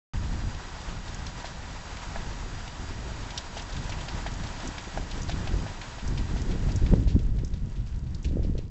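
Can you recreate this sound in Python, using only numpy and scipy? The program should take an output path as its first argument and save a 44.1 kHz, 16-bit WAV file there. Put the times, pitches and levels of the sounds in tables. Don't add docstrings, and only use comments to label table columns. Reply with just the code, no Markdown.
import sys
import numpy as np
from scipy import signal
from scipy.fft import rfft, irfft, next_fast_len
from scipy.io import wavfile
from scipy.ndimage import uniform_filter1d

SR = 44100
rng = np.random.default_rng(int(sys.argv[2]) if len(sys.argv) > 2 else 0)


def store_wav(level_fs):
    pcm = np.round(np.clip(np.atleast_2d(level_fs), -1, 1) * 32767)
    wavfile.write(sys.argv[1], SR, pcm.T.astype(np.int16))


N = 383669
TIME_S = np.arange(N) / SR

# (start [s], length [s], rumble [dB], flutter [dB])
WIND_GUSTS = [(0.119, 0.41, -28.5, -42.5), (0.82, 0.46, -35, -49.5), (1.528, .17, -41, -50),
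              (2.05, 0.56, -33, -45.5), (2.78, 0.46, -36, -45), (3.526, 0.062, -38, -46),
              (3.71, 0.31, -31.5, -44.5), (4.113, 0.35, -31, -41.5), (4.624, 0.021, -30.5, -36),
              (4.93, 0.078, -29.5, -37.5), (5.122, 0.52, -28.5, -39.5), (5.512, 0.071, -28.5, -39),
              (6.017, 0.2, -25.5, -39), (6.278, 0.18, -26.5, -38), (6.466, 0.079, -25, -34),
              (6.583, 0.25, -24, -38), (6.8, 0.43, -19.5, -37), (6.905, 0.033, -19, -25.5),
              (7.242, .18, -23, -43.5), (7.499, 0.19, -29, -47.5), (7.754, 0.41, -28.5, -51),
              (8.236, 0.32, -23.5, -39)]
# (time [s], level [dB], pitch [Hz])
EDDY_THUMPS = [(0.177, -21, 59.6), (4.653, -26.5, 228), (4.877, -30, 276), (5.566, -18.5, 60),
               (6.9268, -13.5, 154), (6.9377, -2.5, 143), (7.152, -8.5, 86), (7.1646, -10, 200),
               (7.436, -25.5, 260), (8.266, -24.5, 200), (8.311, -32, 370), (8.337, -22, 200),
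               (8.359, -21.5, 190), (8.371, -19.5, 330), (8.395, -23.5, 330), (8.449, -24.5, 347),
               (8.498, -20, 190), (8.554, -25.5, 325), (8.591, -26, 340)]
# (frequency [Hz], density [dB])
RUMBLE_SPECTRUM = [(15, -3.5), (30, 2), (60, -2), (100, -5.5), (150, -10), (220, -20.5), (350, -41)]
# (frequency [Hz], density [dB])
FLUTTER_SPECTRUM = [(100, -20.5), (180, -1), (260, -4), (380, -9), (520, -16), (700, -25.5), (950, -44.5)]
# (frequency [Hz], density [dB])
HISS_SPECTRUM = [(100, -9), (300, -0.5), (480, -1.5), (700, 2.5), (900, 3), (1120, 0), (1600, 0),
                 (2200, -5), (3500, -7), (5000, -9.5), (7500, -12), (8500, -19)]
# (time [s], level [dB])
BACKGROUND_LEVEL = [(0.32, -49.5), (0.53, -49), (4.85, -47.5), (5.2, -49), (5.52, -48.5), (6.78, -52),
                    (7.32, -62.5), (8.39, -63.5), (8.54, -64), (8.7, -70.5)]
# (harmonic [n], level [dB])
WHINE_HARMONICS = [(1, -10.5), (2, -13.5), (4, -23.5), (5, -15), (6, -20), (7, -16.5), (8, -36.5)]
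# (time [s], level [dB])
PATTER_LEVEL = [(0, -60), (5, -57), (6.7, -62.5), (8.7, -67)]
# (time [s], knock [dB], crunch [dB], crunch pitch [Hz], crunch swell [s])
FOOTFALLS = [(0.546, -56, -46.5, 2800, 0.0017), (0.886, -40, -48, 2200, .003),
             (1.075, -45, -47, 3000, 0.0056), (1.264, -58, -40.5, 4000, 0.0032),
             (1.444, -29.5, -45, 3500, .012), (1.968, -60, -43.5, 2400, .0025),
             (2.159, -27, -48, 2000, 0.0017), (2.676, -47, -44, 2200, 0.0027),
             (3.568, -32, -42, 3500, 0.0071), (3.763, -56, -43, 2600, 0.004),
             (3.893, -34.5, -42.5, 3900, .005), (4.082, -37, -39.5, 2500, 0.0043),
             (4.263, -27.5, -40.5, 2000, 0.0059), (4.434, -41, -45.5, 4000, 0.0028),
             (4.6, -36, -44.5, 3900, .003), (4.78, -39, -39, 2300, 0.0028), (4.974, -23, -46.5, 1950, .002),
             (5.111, -52, -41.5, 2800, 0.0036), (5.294, -28.5, -39.5, 3000, .003),
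             (5.472, -33.5, -40.5, 2100, 0.003), (5.664, -30, -50.5, 2300, 0.014),
             (5.814, -51, -40, 2600, .002), (5.983, -36.5, -50, 2600, .01),
             (6.175, -55, -40.5, 2950, 0.0041), (6.362, -34, -50.5, 4100, .011),
             (6.508, -39, -46.5, 2300, 0.0074), (6.686, -36.5, -50.5, 2400, .01),
             (6.86, -50, -43.5, 2000, 0.0039), (7.071, -43, -50, 3500, 0.019),
             (7.19, -59, -50, 3400, 0.0018), (7.385, -48, -54, 2800, 0.0045),
             (7.536, -55, -50.5, 3000, .0025), (7.752, -55, -59, 2800, .011),
             (7.866, -60, -58.5, 3600, .009), (8.063, -57, -59, 2200, 0.0053),
             (8.244, -54, -43.5, 3300, 0.0042), (8.425, -47, -56.5, 2900, 0.012),
             (8.578, -60, -49.5, 2900, 0.0049)]
# (frequency [Hz], level [dB], t60 [s])
KNOCK_MODES = [(675, -2, 0.035), (800, -1.5, 0.023), (1490, -11, 0.036), (1680, -15.5, 0.064)]
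# (time [s], level [dB], pitch [Hz])
STONE_CLACKS = [(1.144, -40.5, 6000), (1.186, -51, 3700), (3.304, -42, 3400), (3.375, -28.5, 3650),
                (3.593, -41.5, 3000), (3.62, -43, 5200), (3.723, -41, 3800), (3.918, -39, 2200),
                (4.005, -42, 2900), (4.338, -44, 5500), (4.468, -43.5, 3800), (4.673, -36, 6300),
                (5.217, -39.5, 5700), (5.23, -41, 5700), (5.284, -43, 3500), (5.314, -39, 2820),
                (6.076, -39.5, 5650), (6.416, -43.5, 5730), (6.717, -42.5, 4400), (6.759, -38, 6000),
                (7.446, -44, 6360), (7.476, -53, 5700), (8.145, -46, 4600), (8.227, -50, 6300),
                (8.283, -53, 3300)]
# (delay [s], level [dB])
TREE_ECHOES = [(.055, -25), (.13, -25.5)]

GUST_ATTACK_S, GUST_SAG_DB_PER_S, GUST_RELEASE_S = 0.022, 4.5, 0.072
BREEZE_RUMBLE_DB, BREEZE_FLUTTER_DB = -39, -50.5
PULSE_DB, PULSES_PER_S = 1.07, 28
SMALL_EDDY_HZ, BRIGHTENING_EXPONENT, BRISK_FLUTTER_DB = 302, 0.2, -34
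WHINE_HZ = 961.95
PATTER_PER_S, CONTACTS_PER_S, CLACK_SWELL_CYCLES = 260, 5000, 12.8
MIC_OPEN_S, MIC_CLIP, CUTOFF_HZ = 0.135, 0.29, 7850


def from_db(db):
    return 10 ** (np.asarray(db) / 20)


def unit_rms(x):
    return x / np.sqrt(np.mean(x ** 2) + 1e-20)


def curve(rows):
    return np.interp(TIME_S, *np.transpose(rows))


def add(out, time_s, sound):
    i = int(time_s * SR)
    out[i:i + len(sound)] += sound[:N - i]


def butter(order, hz, kind="low"):
    return signal.butter(order, hz, kind, fs=SR, output="sos")


def coloured_noise(spectrum):
    hz, db = np.transpose(spectrum)
    size = next_fast_len(N)
    bins_hz = np.maximum(np.arange(size // 2 + 1) * SR / size, 1)
    gain = from_db(np.interp(np.log(bins_hz), np.log(hz), db))
    gain *= np.minimum(bins_hz / hz[0], 1) * np.minimum(hz[-1] / bins_hz, 1) ** 2
    return unit_rms(irfft(rfft(rng.standard_normal(size)) * gain, size)[:N])


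def steady(x, span_s):
    return x / np.sqrt(uniform_filter1d(x * x, max(int(span_s * SR), 2)) + 1e-9)


def drift(knots_per_s):
    knots = rng.standard_normal(N // 50)
    return unit_rms(np.interp(TIME_S * knots_per_s, np.arange(len(knots)), knots))


def resonance(x, hz, width_hz):
    radius = np.exp(-np.pi * width_hz / SR)
    feedback = [1, -2 * radius * np.cos(2 * np.pi * hz / SR), radius ** 2]
    return signal.lfilter(np.array([1, 0, -1]) * (1 - radius ** 2) / 2, feedback, x)


def gust(start_s, length_s):
    age_s = np.maximum(TIME_S - start_s, 0)
    attack = np.minimum(age_s / GUST_ATTACK_S, 1)
    release = np.exp(-np.clip((age_s - length_s) / GUST_RELEASE_S, 0, 20))
    return attack * from_db(-GUST_SAG_DB_PER_S * age_s) * release


def wind():
    rumble_gain, flutter_gain = from_db(BREEZE_RUMBLE_DB), from_db(BREEZE_FLUTTER_DB)
    for start_s, length_s, rumble_db, flutter_db in WIND_GUSTS:
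        blow = gust(start_s, length_s)
        rumble_gain = np.hypot(rumble_gain, from_db(rumble_db) * blow)
        flutter_gain = np.hypot(flutter_gain, from_db(flutter_db) * blow)
    rumble = steady(coloured_noise(RUMBLE_SPECTRUM), span_s=0.15)
    flutter = steady(coloured_noise(FLUTTER_SPECTRUM) * from_db(2.6 * rumble), span_s=0.11)
    dull = signal.sosfiltfilt(butter(3, SMALL_EDDY_HZ), flutter)
    brightness = (flutter_gain / from_db(BRISK_FLUTTER_DB)) ** BRIGHTENING_EXPONENT
    flutter = dull + (flutter - dull) * brightness
    pulsing = from_db(-1.5 + PULSE_DB * drift(PULSES_PER_S))
    out = pulsing * (rumble_gain * rumble + flutter_gain * flutter)
    t = np.arange(-SR // 20, SR // 20) / SR
    for time_s, db, hz in EDDY_THUMPS:
        passing = (np.pi * hz * t) ** 2
        thump = (1 - 2 * passing) * np.exp(-passing)
        add(out, time_s + t[0], from_db(db) * thump)
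    return out


def background():
    hiss = coloured_noise(HISS_SPECTRUM) * from_db(1.0 + 1.03 * drift(30))
    phase = 2 * np.pi * np.cumsum(WHINE_HZ + 0.25 * drift(8)) / SR
    whine = sum(from_db(db + 1.3 * drift(10)) * np.sin(round(n) * phase) for n, db in WHINE_HARMONICS)
    return from_db(curve(BACKGROUND_LEVEL) + 3.5) * (hiss + whine)


def pebbles(impacts, pitches_hz, width_ratio):
    struck = rng.integers(0, len(pitches_hz), len(impacts))
    return sum(resonance(impacts * (struck == k) + 1e-18, hz, width_ratio * hz) / np.sqrt(hz)
               for k, hz in enumerate(pitches_hz))


def patter():
    rate_per_s = PATTER_PER_S * from_db(4 * drift(14))
    landings = rng.random(N) < rate_per_s / SR
    strength = from_db(5.0 * np.minimum(rng.exponential(1, N), 3))
    ticks = pebbles(landings * strength, np.geomspace(2600, 7200, num=6), width_ratio=0.28)
    return from_db(curve(PATTER_LEVEL)) * unit_rms(ticks)


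def hooves():
    out = np.zeros(N)
    t = np.arange(SR // 8) / SR
    for time_s, knock_db, crunch_db, crunch_hz, swell_s in FOOTFALLS:
        detune = 1 + 0.033 * rng.standard_normal()
        knock = np.zeros(len(t))
        for hz, db, t60_s in KNOCK_MODES:
            decay = from_db(db + 0.39 * rng.standard_normal() - 60 * t / t60_s)
            knock += decay * np.sin(2 * np.pi * hz * detune * t)
        knock = signal.sosfilt(butter(4, 520, "high"), knock)
        crunch = gravel(crunch_hz, swell_s, width_ratio=1.35, low_cut_ratio=0.46,
                        settle_db=-8.0, settle_s=0.034, grain_db=2.5)
        add(out, time_s, from_db(knock_db + 1.5) * knock)
        add(out, time_s, from_db(crunch_db + 2.5) * crunch)
    return out


def gravel(hz, swell_s, width_ratio, low_cut_ratio, settle_db, settle_s, grain_db):
    t = np.arange(SR // 5) / SR
    contacts = (rng.random(len(t)) < CONTACTS_PER_S / SR) * rng.choice([-1, 1], len(t))
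    strength = from_db(grain_db * np.minimum(rng.exponential(1, len(t)), 3))
    pitches_hz = np.geomspace(1400, 7600, num=12) * (1 + 0.053 * rng.standard_normal(12))
    grains = pebbles(contacts * strength, pitches_hz, width_ratio=0.2)
    grains = resonance(grains, hz, width_ratio * hz)
    low_cut_hz = low_cut_ratio * min(hz, 6000)
    grains = signal.sosfilt(butter(2, [low_cut_hz, CUTOFF_HZ], "band"), grains)
    age = t / swell_s
    burst = age * np.exp(1 - age)
    settling = from_db(settle_db) * (1 - np.exp(-age)) * np.exp(-t / settle_s)
    return steady(unit_rms(grains), span_s=0.0094) * np.hypot(burst, settling)


def stones():
    out = np.zeros(N)
    for time_s, db, hz in STONE_CLACKS:
        clack = gravel(hz, CLACK_SWELL_CYCLES / hz, width_ratio=0.64, low_cut_ratio=0.84,
                       settle_db=-13.5, settle_s=0.023, grain_db=-0.5)
        add(out, time_s, from_db(db) * clack)
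    return out


def scene():
    horse = hooves() + stones() + patter()
    reflected = signal.sosfilt(butter(1, 2500), horse)
    out = horse + wind() + background()
    for delay_s, db in TREE_ECHOES:
        add(out, delay_s, from_db(db) * reflected)
    return out[None]


def record(dry):
    clipped = np.clip(dry * (TIME_S > MIC_OPEN_S), -MIC_CLIP, MIC_CLIP)
    return signal.sosfilt(signal.cheby1(14, 0.1, CUTOFF_HZ, fs=SR, output="sos"), clipped)


dry = scene()
out = record(dry)
store_wav(out)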